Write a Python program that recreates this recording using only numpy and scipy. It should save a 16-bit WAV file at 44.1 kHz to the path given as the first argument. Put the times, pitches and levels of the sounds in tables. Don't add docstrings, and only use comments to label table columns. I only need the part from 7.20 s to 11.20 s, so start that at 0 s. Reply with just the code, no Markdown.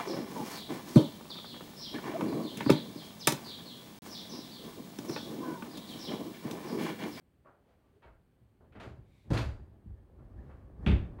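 import sys
import numpy as np
from scipy import signal
from scipy.io import wavfile

SR = 44100
rng = np.random.default_rng(int(sys.argv[2]) if len(sys.argv) > 2 else 0)


def store_wav(level_fs):
    pcm = np.round(np.clip(np.atleast_2d(level_fs), -1, 1) * 32767)
    wavfile.write(sys.argv[1], SR, pcm.T.astype(np.int16))


N = 176400
TIME = np.arange(N) / SR
BANDS_HZ = 31.25 * 2 ** (np.arange(19) / 2)

# pitch_hz, level_db
ROOM_COLOUR = [(30, -92), (75, -77.5), (200, -76.5), (500, -83.5), (1000, -90.5), (2500, -91.5),
               (4200, -96), (6200, -102.5), (15000, -93.5)]
# pitch_hz, width_hz, level_db
ROOM_HISS = (8500, 540, -99)
# start_s, level_db, lowest_hz, highest_hz, tick_db, rise_s
LINKAGE_HITS = [(.245, -64.5, 480, 1470, -35, 0.0039), (0.259, -55, 664, 1340, -30, 0.015),
                (.820, -60, 840, 2460, -26, 0.0057), (0.841, -60, 540, 1530, -25, 0.0033),
                (0.873, -67.5, 600, 1940, -25, 0.003), (1.405, -66.5, 200, 1230, -29, 0.0035),
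                (1.522, -65.5, 880, 2770, -24, 0.0018), (1.55, -56.5, 145, 2370, -24, 0.0041),
                (1.598, -51, 483, 3030, -12, 0.0028), (1.629, -54, 260, 2730, -12, 0.002),
                (1.651, -58.5, 151, 1490, -14, 0.00078), (2.103, -38, 128, 910, -16, 0.001),
                (2.112, -50, 200, 2490, -8, 0.00082), (2.132, -46.5, 275, 7900, 0.5, 0.0012),
                (2.147, -43, 300, 2530, -12, 0.0014), (2.170, -40.5, 600, 2900, -26, 0.001),
                (2.1755, -42.5, 1000, 5170, -4.5, 0.00026), (2.985, -65, 595, 1290, -38, 0.0076),
                (3.291, -59.5, 700, 1840, -36, 0.0082), (3.985, -53, 342, 1480, -32, 0.0029)]
# pitch_hz, level_db
KNOCK_COLOUR = [(125, 2), (380, -0.5), (800, -6.5), (1300, -4.5), (2500, -6.5), (4400, -4.5), (5800, -10),
                (7500, -11.5), (11500, -19.5), (15000, -39)]
# pitch_hz, ring_s
KNOCK_FADE = [(60, 0.45), (300, 0.45), (1000, 0.4), (3000, 0.33), (7000, 0.35), (14000, 0.36)]
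# pitch_hz, level_db, ring_s
STEEL_TONES = [(377, 6.5, 0.25), (530.2, 2, 0.34), (645, 3, .38), (762, -4.5, 0.25), (1365, -0.5, 0.37),
               (1600, -2.5, 0.14), (1934, -5, 0.15), (2628, -2.5, 0.34), (4110, -4, 0.21), (4760, -8, 0.44),
               (7090, -7, 0.38)]
# pitch_hz, level_db, ring_s
FRONT_TONES = [(580, -60.5, .35), (1121, -56, 0.18), (1210, -64, .2)]
# pitch_hz, level_db, ring_s
LIFT_TONES = [(931, -59, .3), (1400, -70.5, 0.57), (2250, -69, 0.22)]
# pitch_hz, level_db, ring_s
CATCH_TONES = [(4140, -29, 0.017)]
# middle_s, half_length_s, level_db
CLOTH_RUBS = [(0.505, 0.028, -82), (0.63, 0.16, -86)]
# pitch_hz, level_db
CLOTH_COLOUR = [(250, -7), (550, 5.5), (1200, -2), (3800, -11.5), (14000, -26)]
# middle_s, half_length_s, pitch_hz, level_db
JOINT_CREAKS = [(0.648, 0.042, 1167, -81), (0.765, 0.024, 398, -66), (2.564, 0.031, 658, -74)]
# start_s, level_db, muffled_above_hz
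PLATFORM_BLOWS = [(.84, -44, 67), (.888, -37.5, 39), (1.215, -52.5, 780), (1.655, -40, 390),
                  (1.695, -39, 130), (1.768, -43.5, 180), (2.104, -17.5, 400), (2.124, -23, 170),
                  (2.192, -21.5, 140), (2.249, -18.5, 67)]
# pitch_hz, level_db, ring_s
PLATFORM_TONES = [(62.8, -5, 0.15), (73.5, -11.5, 0.47), (109.4, -7, 0.43), (127.3, -3, 0.14),
                  (151, -14.5, 0.19), (214, -10, 0.14)]
# time_s, level_db
RUMBLE_LEVELS = [(0, -85), (1.1, -83), (1.37, -78.5), (1.57, -67), (1.8, -68), (2.04, -76.5), (2.1, -57),
                 (2.4, -63.5), (2.55, -68.5), (2.9, -67.5), (3.02, -62.5), (3.12, -63.5), (3.19, -57.5),
                 (3.4, -60), (3.55, -63.5), (3.65, -50.5), (3.85, -56)]
# pitch_hz, level_db
RUMBLE_COLOUR = [(30, -11), (50, 3.5), (100, 4), (170, -5.5), (360, -6), (700, -12.5), (1400, -22.5),
                 (2800, -41), (6000, -43)]
# pitch_hz, width_hz, level_db
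RUNNER_PEAKS = [(1090, 140, -21.5), (1733, 170, -23)]
# middle_s, half_length_s, level_db
SLIDE_SWELL = (1.994, 0.086, -79.5)
# pitch_hz, width_hz, level_db
SLIDE_HISS = [(2260, 290, 1), (3680, 490, -1), (7500, 5400, -6.5)]
# start_s, level_db, muffled_above_hz
DRAWER_BLOWS = [(2.657, -38, 173), (2.698, -35.5, 78), (2.955, -39.5, 55), (3.172, -40, 136),
                (3.595, -39.5, 180), (3.663, -19.5, 460), (3.689, -18.5, 182), (3.718, -15, 136)]
# pitch_hz, level_db, ring_s
DRAWER_TONES = [(49.2, -5, 0.3), (66.4, -1, 0.2), (98.9, -8.5, 0.38), (135, -9.5, 0.16), (197.2, -1, 0.11),
                (311.6, -15, 0.28)]
# start_s, level_db
STOP_CRACKS = [(3.6624, -38.5), (3.671, -42), (3.714, -47.5)]
# pitch_hz, level_db
WOOD_COLOUR = [(50, 5), (130, 8.5), (300, 4.5), (500, -3), (1000, -9.5), (2100, -1.5), (4200, -3),
               (5600, -14.5), (8500, -18), (14000, -36)]


def from_db(db):
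    return 10 ** (np.asarray(db) / 20)


def at_hz(table, hz):
    pitches, values = np.transpose(table)
    return np.interp(np.log(hz), np.log(pitches), values)


def keep_side(sound, hz, side, order):
    return signal.sosfilt(signal.butter(order, hz, side, fs=SR, output="sos"), sound + 1e-18)


def band(sound, hz):
    low_hz, high_hz = hz / 2 ** .25, hz * 2 ** .25
    band_filter = signal.butter(3, [low_hz, high_hz], "band", fs=SR, output="sos")
    return signal.sosfilt(band_filter, sound + 1e-18) * np.sqrt(SR / 2 / (high_hz - low_hz))


def coloured_noise(colour, jolts=0):
    return sum(from_db(at_hz(colour, hz)) * band(rng.standard_normal(N) + jolts, hz) for hz in BANDS_HZ)


def pitched_noise(peaks):
    out = np.zeros(N)
    for hz, width_hz, db in peaks:
        noise = signal.lfilter(*signal.iirpeak(hz, hz / width_hz, fs=SR), rng.standard_normal(N))
        out += from_db(db) * np.sqrt(SR / np.pi / width_hz) * noise
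    return out


def ring(tones):
    t = TIME[:SR]
    return sum((-1) ** k * from_db(db - 60 * t / ring_s) * np.sin(2 * np.pi * hz * t)
               for k, (hz, db, ring_s) in enumerate(tones))


def fade_in(rise_s):
    return 1 - np.exp(-TIME[:SR] / rise_s)


def swell(middle_s, half_length_s, db=0):
    return from_db(db) * np.exp(-((TIME - middle_s) / half_length_s) ** 2 / 2)


def add(out, start_s, sound):
    start = int(start_s * SR)
    out[start:start + len(sound)] += sound[:max(N - start, 0)]


def still_room():
    return coloured_noise(ROOM_COLOUR) + pitched_noise([ROOM_HISS])


def knock(colour, click_db=7, crack_db=4, crack_s=0.00086):
    t, out = TIME[:SR], np.zeros(SR)
    crack = 1 + from_db(crack_db) * np.exp(-t / crack_s)
    for hz in BANDS_HZ:
        burst = rng.standard_normal(SR) * crack * from_db(-60 * t / at_hz(KNOCK_FADE, hz))
        burst[0] += from_db(click_db)
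        out += from_db(at_hz(colour, hz)) * band(burst, hz)
    return out


def steel_ring(bars=3, pitch_spread=.012, spread_db=2.5, level_db=-7.5):
    tones = [(hz * (1 + pitch_spread * rng.standard_normal()), db + rng.normal(0, spread_db), ring_s)
             for hz, db, ring_s in STEEL_TONES for _ in range(bars)]
    return from_db(level_db) * ring(tones) / np.sqrt(bars)


def linkage_clacks():
    out = np.zeros(N)
    for start_s, db, low_hz, high_hz, tick_db, rise_s in LINKAGE_HITS:
        hit = (knock(KNOCK_COLOUR) + steel_ring()) * fade_in(rise_s)
        body = keep_side(hit, low_hz, "high", order=2)
        body = keep_side(body, high_hz, "low", order=3)
        tick = from_db(tick_db) * keep_side(hit, high_hz, "high", order=3)
        add(out, start_s, from_db(db) * (body + tick))
    return out


def ringing_parts(front_s=.257, lift_s=.828, catch_s=2.1755):
    out = np.zeros(N)
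    for start_s, tones in ((front_s, FRONT_TONES), (lift_s, LIFT_TONES), (catch_s, CATCH_TONES)):
        add(out, start_s, ring(tones) * fade_in(rise_s=.001))
    return out


def cloth_rubs():
    return coloured_noise(CLOTH_COLOUR) * sum(swell(*rub) for rub in CLOTH_RUBS)


def joint_creaks(width_hz=15):
    return sum(pitched_noise([(hz, width_hz, db)]) * swell(middle_s, half_length_s)
               for middle_s, half_length_s, hz, db in JOINT_CREAKS)


def thuds(blows, tones, room_db=-27):
    out = np.zeros(N)
    for start_s, db, muffled_above_hz in blows:
        body = ring(tones) + from_db(room_db) * knock(KNOCK_COLOUR)
        add(out, start_s, from_db(db) * keep_side(body, muffled_above_hz, "low", order=2))
    return out


def rumble(jolts_per_s=54, jolt_db=-5.5, jolt_top_hz=1770, waver_db=4):
    jolts = (rng.random(N) < jolts_per_s / SR) * rng.standard_normal(N) * np.sqrt(SR / jolts_per_s)
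    jolts = keep_side(jolts, jolt_top_hz, "low", order=2)
    grind = coloured_noise(RUMBLE_COLOUR, from_db(jolt_db) * jolts)
    for peak in RUNNER_PEAKS:
        scrape = pitched_noise([peak])
        waver = np.interp(np.arange(N), np.linspace(0, N, 60), rng.standard_normal(60))
        grind += scrape * from_db(waver_db * waver)
    return grind * from_db(np.interp(TIME, *np.transpose(RUMBLE_LEVELS)))


def with_runner_ring(shaking, ring_db=-27):
    steel = steel_ring()
    ringing = signal.fftconvolve(shaking, steel / np.linalg.norm(steel))[:N]
    return shaking + from_db(ring_db) * ringing


def platform_slide():
    return pitched_noise(SLIDE_HISS) * swell(*SLIDE_SWELL)


def drawer_stop(wood_top_hz=3620, ripple_db=3, tick_db=-13.5):
    cracks = np.zeros(N)
    for start_s, db in STOP_CRACKS:
        add(cracks, start_s, from_db(db) * knock(WOOD_COLOUR))
    wood_filter = signal.cheby1(6, ripple_db, wood_top_hz, fs=SR, output="sos")
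    tick = from_db(tick_db) * keep_side(cracks, wood_top_hz, "high", order=4)
    return signal.sosfilt(wood_filter, cracks) + tick


def scene():
    frame = linkage_clacks() + ringing_parts() + cloth_rubs() + joint_creaks()
    platform = thuds(PLATFORM_BLOWS, PLATFORM_TONES) + platform_slide()
    drawer = thuds(DRAWER_BLOWS, DRAWER_TONES) + with_runner_ring(rumble() + drawer_stop())
    return (still_room() + frame + platform + drawer)[None]


def record(dry, lowest_hz=40.7, highest_hz=15800):
    trimmed = keep_side(dry, lowest_hz, "high", order=2)
    return signal.sosfilt(signal.ellip(10, .1, 80, highest_hz, fs=SR, output="sos"), trimmed)


dry = scene()
out = record(dry)
store_wav(out)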